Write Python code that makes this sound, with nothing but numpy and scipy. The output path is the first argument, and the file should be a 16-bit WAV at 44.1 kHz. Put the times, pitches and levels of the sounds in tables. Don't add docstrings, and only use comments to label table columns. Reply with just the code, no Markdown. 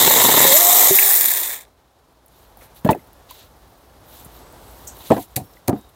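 import sys
import numpy as np
from scipy import signal
from scipy.io import wavfile
from scipy.ndimage import uniform_filter1d

SR = 44100
rng = np.random.default_rng(int(sys.argv[2]) if len(sys.argv) > 2 else 0)


def waveform_to_disk(signal):
    frames = np.transpose(np.atleast_2d(signal))
    scaled = np.clip(frames, -1, 1) * 32767
    samples = np.round(scaled).astype(np.int16)
    wavfile.write(sys.argv[1], SR, samples)


def ratio(d):
    e = np.asarray(d, float) / 20
    return 10 ** e


N = 262395
T = np.arange(N) / SR

# (time [s], chain sizzle level [dB])
SAW_LEVEL = [(0, -13.5), (.1, -14.5), (.19, -14), (.25, -14.5), (.33, -14.5), (.4, -12.5), (.52, -14),
             (.6, -13), (.75, -11.5), (.88, -11.5), (1.1, -12), (1.36, -19), (1.54, -28.5), (1.58, -39),
             (1.63, -47.5), (1.665, -84)]
# (time [s], shaft rate [Hz])
SHAFT_SPEED = [(.43, 277), (.526, 268), (.575, 332), (.62, 347), (.7, 354), (.84, 363), (.9, 360),
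               (.94, 390), (1, 398), (1.135, 400), (1.3, 262), (1.66, 30)]
# (frequency [Hz], density [dB per Hz])
STEEL_BURIED = [(710, -43), (1200, -17), (1510, -15.5), (1790, -1.5), (2130, -3), (2450, -10.5),
                (3150, -6.5), (3790, 1.5), (4650, -12), (6030, -9), (7410, -1), (9110, -9.5), (12300, -0.5),
                (13900, 6), (15200, 0), (16000, -10)]
# (frequency [Hz], density [dB per Hz])
STEEL_LOOSE = [(710, -36.5), (1200, -15), (1320, -29), (1810, -7), (2090, -4), (2560, -16.5), (3790, -3),
               (4700, -15), (7410, -5), (8170, -4), (9010, -11.5), (9820, -10.5), (11500, -4), (12800, 2.5),
               (13600, 3), (14200, 3), (16000, -7.5)]
# (frequency [Hz], density [dB per Hz])
STEEL_FREE = [(710, -46), (1200, -25.5), (1400, -18.5), (1770, -2), (2200, -6), (3010, -16), (3590, -3.5),
              (4450, -15.5), (6100, -17), (7170, -8.5), (8000, -10), (8900, -10), (9930, -12), (12700, -7),
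              (14200, 3), (16000, -9.5)]
# (time [s], level over the sizzle [dB])
CHAIN_STRIKES = [(.671, 4), (.955, 4), (1.112, 5), (1.153, 4), (1.186, 5.5), (1.211, 8), (1.258, 7),
                 (1.284, 5), (1.307, 7.5), (1.338, 7), (1.373, 5), (1.402, 4.5), (1.433, 3.5), (1.461, 4),
                 (1.513, 7), (1.56, 4), (1.61, 4), (1.652, 8)]
# (time [s], level over the rumble [dB])
CUTTER_GRABS = [(.005, 7), (0.022, 3), (0.043, 4), (0.069, 9.5), (0.103, 9), (0.128, 4.5), (.152, 6),
                (0.166, 6), (.198, 7), (0.211, 8), (0.243, 11), (.254, 4), (0.283, 10.5), (0.335, 8.5),
                (.312, 4), (0.369, 8.5), (.395, 5), (.421, 4), (0.441, 5), (.456, 3), (.519, 7)]
# (frequency [Hz], density [dB per Hz])
BOARD_RUMBLE = [(29, -49), (50, -20), (144, -6), (293, -5), (375, -3), (440, -2), (764, -3.5), (963, 1.5),
                (1210, -9.5), (1600, -14.5), (2080, -43), (3520, -120)]
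# (frequency [Hz], density [dB per Hz])
HOUSING_HUM = [(29, -43.5), (50, -18), (87, -29), (216, -18.5), (330, -8.5), (494, -5), (786, -3),
               (1080, -2), (1330, -9.5), (1600, -18.5), (2080, -29), (3520, -120)]
# (start [s], end [s], start level [dB], end level [dB])
UNBALANCE_SPELLS = [
    (.55, .9, -35.5, -52),
    (.99, 1.14, -45, -44),
    (1.15, 1.33, -44, -53),
]
# (start [s], end [s], start level [dB], end level [dB])
OCTAVE_SPELLS = [
    (.435, 0.576, -24, -20.5),
    (0.595, .703, -27, -20),
    (.72, .778, -24, -28),
    (.8, .845, -26, -26),
    (.857, .89, -31, -32),
    (.95, 1.06, -35, -38),
    (1.07, 1.14, -33, -37),
    (1.302, 1.5, -45, -58.5),
]
# (time [s], body level [dB], hardness tilt [dB per octave], crack level [dB], crack t60 [s])
OFFCUT_BLOWS = [
    (2.847, -6.5, -4, -25.5, 0.066),
    (2.863, -18, 2, -46, .02),
    (2.873, -28, 17, -31, 0.045),
    (2.889, -2.5, 3.5, -36, 0.044),
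    (2.9, -8.5, 3.5, -28, 0.057),
    (2.908, -24, -3, -15.5, 0.043),
    (2.914, -16, 3, -23, 0.06),
    (2.93, -27, 8, -36, 0.018),
    (2.948, -22, 2, -36, .04),
    (2.975, -40, -18, -45, 0.022),
]
# (time [s], body level [dB], hardness tilt [dB per octave], crack level [dB], crack t60 [s])
PLANK_BLOWS = [(5.103, -5, -3, -36, .02), (5.109, -1.5, 1, -38, .03), (5.118, -7, 3, -38, 0.023),
               (5.134, -17, 4, -45, .02), (5.165, -14.5, 4, -30, .02), (5.179, -18, 1, -28, 0.024),
               (5.3595, -36, 12, -13, 0.04), (5.3632, -29.5, 7, 3, 0.009), (5.366, -27, -4, -16, .05),
               (5.371, -22, 2, -25.5, 0.12), (5.397, -29, 6.5, -43, 0.033), (5.41, -27.5, -13, -50.5, .03),
               (5.44, -38, -11, -52, .03), (5.676, -44, -3, -22, 0.04), (5.6805, -11, -3, 0, 0.011),
               (5.691, -9, -1.5, -22, 0.04), (5.727, -14, -5, -55, .02), (5.762, -27, 0.5, -54.5, 0.017),
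               (5.785, -42, -14, -50, .02)]
# (frequency [Hz], level [dB], t60 [s])
OFFCUT_MODES = [(164, -4, 0.094), (203, 5.5, 0.084), (270, 7.5, 0.074), (336, 4, 0.09), (444, 5, 0.074),
                (582, 6, 0.074), (716, 0, 0.07), (876, 2, 0.045), (1040, -17, 0.06), (1427, -18.5, 0.052),
                (1793, -11.5, 0.04), (2190, -33, 0.038), (2770, -33, 0.035), (3540, -33, 0.031),
                (4120, -47, 0.036)]
# (frequency [Hz], level [dB], t60 [s])
PLANK_MODES = [(98, -15, 0.11), (152.6, -1, 0.069), (216, -9, 0.16), (294.4, 5.5, 0.079), (367, 2.5, 0.052),
               (458, 4.5, 0.057), (594, 2.5, 0.057), (736, 0, 0.086), (878, -15, 0.13), (1019, -12, 0.07),
               (1366, -28, 0.08), (1790, -24, 0.058), (2130, -35, 0.027), (2530, -26.5, 0.043),
               (3170, -35, 0.023)]
# (frequency [Hz], density [dB per Hz])
STACK_SCRAPE = [(1760, -39), (3000, -7.5), (4320, -12), (5420, -18.5), (6300, -11), (11500, -6.5),
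                (15100, -2.5), (16200, -3), (16500, -22)]
# (frequency [Hz], density [dB per Hz])
GRIT_CRACK = [(880, -37), (1500, -20), (2550, -6.5), (3250, -16.5), (4010, -3.5), (5200, -13.5),
              (6170, -7.5), (12100, -3), (14500, -3.5), (16500, -19)]
# (time [s], peak level [dB], frequency [Hz], t60 [s])
LONE_RINGS = [(.9071, -16.5, 381, 0.22), (.9073, -16.5, 391, 0.22), (.95, -32, 200, .06),
              (.907, -8.5, 630, 0.023), (.988, 1, 2250, 0.012), (.988, -5.5, 2580, 0.019),
              (.9072, -20, 170, 0.06), (1.025, -3.5, 2401, 0.0075), (2.62, -34, 518.4, 0.024),
              (2.572, -33.5, 800, .02), (3.31, -31.5, 1010, 0.039), (4.262, -30.5, 157.4, 0.034),
              (5.57, -40, 2000, 0.019), (5.365, -18, 128, 0.11), (2.8905, -3.5, 880, .07),
              (2.889, -18, 1850, .03), (2.899, -12, 1000, .04), (2.948, -18, 750, .03),
              (2.862, -9, 620, .05), (2.858, -12, 480, .05), (2.873, -15, 200, .05), (2.852, -12, 260, .05),
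              (2.869, -12, 300, .04), (2.916, -10, 480, .04), (2.976, -34, 320, .04),
              (2.993, -44, 2100, .02), (5.1035, -9, 340, .03), (5.109, -5, 620, .03), (5.15, -24, 130, .08),
              (5.18, -22, 1000, .04), (5.206, -32, 110, .06), (5.119, -9, 900, .03), (5.122, -12, 260, .04),
              (5.17, -24, 700, .05), (5.192, -27, 720, .08), (5.374, -23, 750, .07), (5.385, -26, 200, .08),
              (5.686, -10, 650, .03), (5.684, -9, 300, .05), (5.692, -6, 300, .04), (5.729, -14, 210, .04),
              (5.735, -16, 300, .04), (5.758, -24, 200, .05), (5.76, -28, 750, .04), (5.787, -32, 250, .04),
              (1.513, -30, 3700, .02), (1.652, -46, 2000, .015), (1.652, -50, 900, .015),
              (.286, -18, 120, .05), (.012, -17, 450, .02), (2.93, -21, 2560, 0.019),
              (2.93, -27, 2050, 0.025)]
# (time [s], level [dB], centre [Hz], half width [Hz], t60 [s])
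SCUFFS = [(2.608, -50, 1800, 800, .3), (2.66, -54, 4000, 300, .04), (2.612, -58, 5800, 400, .1),
          (5.6935, -22, 9500, 5500, .015), (5.6805, -22, 14500, 1300, .012), (2.889, -30, 2600, 1500, .1),
          (5.105, -32, 2200, 1100, .12), (5.14, -36, 1000, 500, .2), (5.364, -30, 2000, 500, .05),
          (5.7, -34, 700, 450, .25), (5.059, -42, 11000, 900, .01), (5.071, -42, 11000, 900, .01),
          (5.155, -40, 5500, 1800, .012), (4.991, -40, 13500, 900, .02), (5.163, -36, 14800, 900, .015),
          (5.237, -40, 7600, 700, .012), (5.256, -40, 15000, 700, .012), (2.447, -55, 2500, 1200, .05),
          (2.846, -34, 2400, 900, .04), (2.261, -48, 12500, 2500, .03), (4.8701, -32.1, 7101, 1261, .161),
          (4.8721, -34.1, 14501, 2201, .081), (2.9001, -46.1, 1801, 731, .271),
          (5.1171, -17.1, 8001, 601, .0121), (5.1021, -17.6, 9901, 2401, .0101),
          (4.2471, -40.1, 11501, 2301, .061)]
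# (time [s], peak level [dB], frequency [Hz])
GRIT_TICKS = [(2.1251, -49, 13530), (2.2608, -33.5, 13880), (2.2812, -37, 9340), (2.5721, -31.5, 13600),
              (2.5894, -38.5, 12680), (2.7477, -38, 12700), (2.8114, -38.5, 13490), (3.0724, -40, 13290),
              (3.1318, -31, 14670), (3.3089, -21, 12300), (3.3942, -35, 14300), (4.247, -25, 10820),
              (4.5244, -31, 15130), (4.6324, -42, 14380), (4.9686, -30, 12000), (5.0094, -34, 13560),
              (5.1544, -28.5, 15050), (5.227, -24, 10100), (5.5353, -38, 5930), (5.8112, -36, 8690),
              (5.891, -38.5, 10300)]
# (start [s], length [s], rustle level [dB], rub relative to rustle [dB])
CLOTH_STROKES = [(2.26, .3, -64, -2), (2.564, 0.14, -52, -11), (2.734, 0.085, -49.5, -6.5),
                 (2.89, 0.21, -64, -10), (3.237, 0.29, -54, 2), (3.286, 0.045, -50.5, 1),
                 (3.45, 0.54, -75, 0.5), (4.01, 0.35, -47.5, -7), (4.287, 0.17, -53.5, -4.5),
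                 (4.45, 0.71, -52.5, -7.5), (4.85, .05, -58, -5), (4.906, 0.41, -43, -3),
                 (5.149, 0.13, -43.5, -12), (5.266, 0.11, -60, -7), (5.37, 0.13, -54, -13),
                 (5.447, .2, -60, -8), (5.677, 0.21, -60, -6), (5.882, .03, -60, -4.5)]
# (frequency [Hz], density [dB per Hz])
RUSTLE_COLOUR = [(2940, -37), (5000, -17), (6660, -12.5), (8250, -8.5), (9280, -9.5), (11400, -4),
                 (14200, -2.5), (14900, -2.5), (16000, -10)]
# (frequency [Hz], density [dB per Hz])
RUB_COLOUR = [(880, -35), (1500, -11.5), (2180, -6.5), (2370, -8.5), (2990, -3), (3920, 1), (5070, -9.5),
              (7000, -9), (9100, -29.5), (15400, -120)]
# (time [s], level [dB])
TRAFFIC_LEVEL = [(.85, -68), (1.0, -56), (1.6, -56), (1.75, -60), (1.93, -61), (2.2, -59.5), (2.6, -53),
                 (3.85, -54.5), (4.3, -49), (5.05, -48), (5.19, -54), (5.95, -55.5)]
# (frequency [Hz], density [dB per Hz])
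ROAD_COLOUR = [(15, -44), (25, -24.5), (40, -8), (57, 0), (75, -9), (110, -12), (217, -20.5), (263, -14.5),
               (301, -18.5), (335, -16.5), (516, -17), (840, -16), (2410, -33), (3820, -32.5), (8140, -38),
               (13600, -37), (16000, -41)]
# (start [s], length [s], start pitch [Hz], top pitch [Hz], level [dB])
BIRD_NOTES = [
    (4.39, .38, 7830, 8110, -66),
    (5.33, .25, 5380, 5475, -68),
    (5.72, .2, 3580, 3800, -64),
]


def chain():
    shaft_hz = curve(SHAFT_SPEED, 1)
    loops = np.cumsum(shaft_hz) / SR / 14
    links_db = 0
    for k, db in enumerate([0.65, 0.65, 0.32, 0.95], 1):
        links_db = links_db + db * np.cos(2 * np.pi * (k * loops + rng.random()))
    strikes_db = bumps_db(CHAIN_STRIKES, .0011)
    slaps = grains(25 * shaft_hz, 1.9)
    slaps /= np.sqrt(uniform_filter1d(slaps ** 2, 4000) + 1e-9)
    slaps = patchy(slaps + .5 * rng.standard_normal(N), 1.6)
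    slaps *= ratio(links_db + strikes_db + 0.56 * wander(150))

    loose, free = bar_state()
    steel = np.sqrt(1 - loose) * coloured(slaps, STEEL_BURIED)
    steel += np.sqrt(loose * (1 - free)) * coloured(slaps, STEEL_LOOSE)
    steel += np.sqrt(free) * coloured(slaps, STEEL_FREE)
    bar_ring = free * np.clip(shaft_hz / 340, 0, 1) * ratio(-15) * band(slaps, 8500, 9400)

    sizzle = ratio(saw_db()) * band(steel, 9800, 17000)
    bar_db = saw_db(buried_db=-3.5, loose_db=-4, free_db=-6, share=0.82)
    bar = ratio(bar_db) * (band(steel, 5000, 9960) + bar_ring)
    housing_db = saw_db(buried_db=-7.5, loose_db=-8.5, free_db=-14.5, share=0.66)
    housing = ratio(housing_db + .45 * grabs_db()) * band(steel, 1250, 5000)
    return saw_turning() * (sizzle + bar + housing)


def cutters():
    cutting = np.clip((.53 - T) / .04 + .5, 0, 1)
    board = coloured(grains(2000, 2.6) * ratio(1.01 * grabs_db() - 5.5), BOARD_RUMBLE)
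    housing = coloured(rng.standard_normal(N) * ratio(1.1 * wander(50)), HOUSING_HUM)
    mixed = cutting * board + ratio(-6) * (1 - cutting) * housing
    rumble_db = saw_db(buried_db=-9.5, loose_db=-7.5, free_db=-15, share=0.66)
    return ratio(rumble_db) * saw_turning() * mixed


def motor():
    turns = np.cumsum(curve(SHAFT_SPEED, 1) * (1 + 0.005 * wander(40))) / SR
    edge_s = 0.016
    out = np.zeros(N)
    for k, spells in enumerate([UNBALANCE_SPELLS, OCTAVE_SPELLS], 1):
        level = np.zeros(N)
        for start, end, start_db, end_db in spells:
            gate = ramp(start - edge_s / 2, end + edge_s / 2, edge_s, edge_s)
            level += gate * ratio(np.interp(T, [start, end], [start_db, end_db]))
        out += level * ratio(1.9 * wander(25)) * np.cos(2 * np.pi * k * turns)
    return np.sqrt(2) * out


def knocks(blows, modes, grit):
    out = np.zeros(N)
    t = np.arange(4000) / SR
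    for s, body_db, tilt_db, crack_db, crack_t60 in blows:
        rattle_s = 0.0071 * 2 ** (-np.clip(tilt_db, -9, 9) / 14)
        push_noise, crack_noise = rng.standard_normal((2, len(t)))
        response = np.zeros(len(t))
        for hz, db, t60 in modes:
            level = ratio(db + tilt_db * np.log2(hz / 500))
            for k, side in enumerate(np.arange(-1, 2) + rng.uniform(-0.87, 0.72, 3)):
                response += level * (-1) ** k * ring(hz * (1 + 0.0602 * side), t60, size=4000)
        contact = push_noise * np.sqrt(t / rattle_s) * np.exp(-2.5 * t / rattle_s)
        body = band(signal.fftconvolve(response, contact), 84, 9600)
        add(out, s, ratio(body_db) * body / abs(body).max())
        crack = coloured(crack_noise, grit) * ratio(-60 * t / crack_t60) * (1 - np.exp(-t / 0.00085))
        add(out, s, ratio(crack_db) / 2 * crack)
    return out


def lone_rings():
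    out = np.zeros(N)
    for s, db, hz, t60 in LONE_RINGS:
        add(out, s, ratio(db) * ring(hz, t60) * (1 - np.exp(-T[:8000] / 0.0006)))
    return out


def scuffs():
    out = np.zeros(N)
    t = T[:8000]
    for s, db, hz, half_width_hz, t60 in SCUFFS:
        hiss = band(rng.standard_normal(len(t)), hz - half_width_hz, hz + half_width_hz)
        add(out, s, ratio(db - 60 * t / t60) * (1 - np.exp(-t / 0.0021)) * hiss)
    return out


def grit_ticks():
    out = np.zeros(N)
    for s, db, hz in GRIT_TICKS:
        tick = band(rng.standard_normal(600), 0.76 * hz, 1.27 * hz)
        add(out, s, ratio(db - 11.5) * tick * ratio(-60 * T[:600] / 0.02))
    return out


def cloth():
    strokes = np.array([ramp(s, s + length, 0.37 * length, 0.42 * length) ** 2
                        for s, length, _, _ in CLOTH_STROKES])
    rustle_db, rub_db = np.array(CLOTH_STROKES)[:, 2:].T
    fibres = patchy(grains(12000, 1.8), 2.2, frames=8, bins=14) * ratio(1.3 * wander(45))
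    rustle = coloured(fibres, RUSTLE_COLOUR)
    rub = coloured(rng.standard_normal(N) * ratio(1.7 * wander(30)), RUB_COLOUR)
    rustle_level = ratio(-68.5) * (T > CLOTH_STROKES[0][0]) + ratio(rustle_db) @ strokes
    rub_level = ratio(-74) + ratio(rustle_db + rub_db) @ strokes
    return rustle_level * rustle + rub_level * rub


def birds():
    out = np.zeros(N)
    for s, length, start_hz, top_hz, db in BIRD_NOTES:
        hz = start_hz + (top_hz - start_hz) * np.sin(3.1 * np.clip((T - s) / length, 0, 1))
        phase = 2 * np.pi * np.cumsum(hz * (1 + 0.0067 * wander(90))) / SR
        level = np.sqrt(2) * ratio(db + 2.1 * wander(40))
        out += ramp(s, s + length, 0.043, 0.064) * level * np.sin(phase)
    return out


def traffic():
    level_db = curve(TRAFFIC_LEVEL, 1) + 4 + 0.81 * wander(16)
    return ratio(level_db) * coloured(rng.standard_normal(N), ROAD_COLOUR)


def bar_state():
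    cut_ends_s, bar_clears_s = .55, .93
    return [np.clip((T - s) / 0.078 + .5, 0, 1) for s in (cut_ends_s, bar_clears_s)]


def saw_db(buried_db=0, loose_db=0, free_db=0, share=1):
    loose, free = bar_state()
    sizzle_db = curve(SAW_LEVEL, 1)
    flinch_db = -6 * np.exp(-((T - .922) / .025) ** 2)
    spared_db = (1 - share) * np.maximum(-12 - sizzle_db, 0)
    place_db = buried_db + loose * (loose_db - buried_db) + free * (free_db - loose_db)
    return sizzle_db + flinch_db + spared_db + place_db


def saw_turning():
    return T < SAW_LEVEL[-1][0]


def grabs_db():
    grab_s = .016
    return bumps_db(CUTTER_GRABS, grab_s / 2.9, grab_s / 2)


def bumps_db(rows, width_s, late_s=0):
    t = T[:2 * SR]
    swells = sum(db * np.exp(-((t - s - late_s) / width_s) ** 2) for s, db in rows)
    return np.r_[swells, np.zeros(N - len(t))]


def patchy(x, depth_db, frames=9, bins=5):
    z = signal.stft(x, nperseg=256)[2]
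    field = uniform_filter1d(rng.standard_normal(z.shape), bins, 0)
    field = uniform_filter1d(field, frames, 1)
    gain = ratio(depth_db * np.clip(evened(field), -2, 2))
    return evened(signal.istft(z * gain, nperseg=256)[1][:N])


def grains(per_s, spread_db):
    size = ratio(spread_db * np.minimum(rng.exponential(1, N), 5)) * rng.choice([-1, 1], N)
    return size * (rng.random(N) < per_s / SR)


def wander(hz):
    return evened(signal.sosfilt(signal.butter(2, hz, fs=SR, output="sos"), rng.standard_normal(N)))


def ring(hz, t60, size=8000):
    t = np.arange(size) / SR
    return ratio(-60 * t / t60) * np.sin(2 * np.pi * hz * t)


def coloured(x, points):
    f, value_db = np.transpose(points)
    hz = np.fft.rfftfreq(4096, 1 / SR)
    gain_db = np.interp(np.log(hz + 1), np.log(f + 1), value_db)
    log_gain = np.log(ratio(np.maximum(gain_db, -90)))
    full = np.r_[log_gain, log_gain[-2:0:-1]]
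    taps = np.fft.ifft(np.exp(np.conj(signal.hilbert(full)))).real[:2048]
    return evened(signal.oaconvolve(x, taps)[:len(x)])


def band(x, lo_hz, hi_hz):
    sos = signal.butter(3, [lo_hz, min(hi_hz, .45 * SR)], "band", fs=SR, output="sos")
    return evened(signal.sosfilt(sos, x))


def evened(x):
    return x / np.sqrt(np.mean(x ** 2) + 1e-20)


def curve(rows, k):
    return np.interp(T, [r[0] for r in rows], [r[k] for r in rows])


def ramp(start, end, rise, fall):
    return np.clip((T - start) / rise, 0, 1) * np.clip((end - T) / fall, 0, 1)


def add(mix, s, sound):
    part = mix[round(s * SR):][:len(sound)]
    part += sound[:len(part)]


def scene():
    saw = chain() + cutters() + motor()
    offcut = knocks(OFFCUT_BLOWS, OFFCUT_MODES, STACK_SCRAPE)
    plank = knocks(PLANK_BLOWS, PLANK_MODES, GRIT_CRACK)
    details = lone_rings() + scuffs() + grit_ticks()
    return (saw + offcut + plank + details + cloth() + birds() + traffic())[None]


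def roll_off(x):
    return signal.sosfilt(signal.butter(12, 16750, fs=SR, output="sos"), x)


def record(dry):
    no_bass = signal.sosfilt(signal.butter(2, 45, "high", fs=SR, output="sos"), dry)
    limited = np.clip(no_bass, -.92, .92)
    low_pass = signal.firwin(767, 15880, fs=SR)
    mix = signal.oaconvolve(limited, low_pass[None], "same")
    return roll_off(mix)


dry = scene()
out = record(dry)
waveform_to_disk(out)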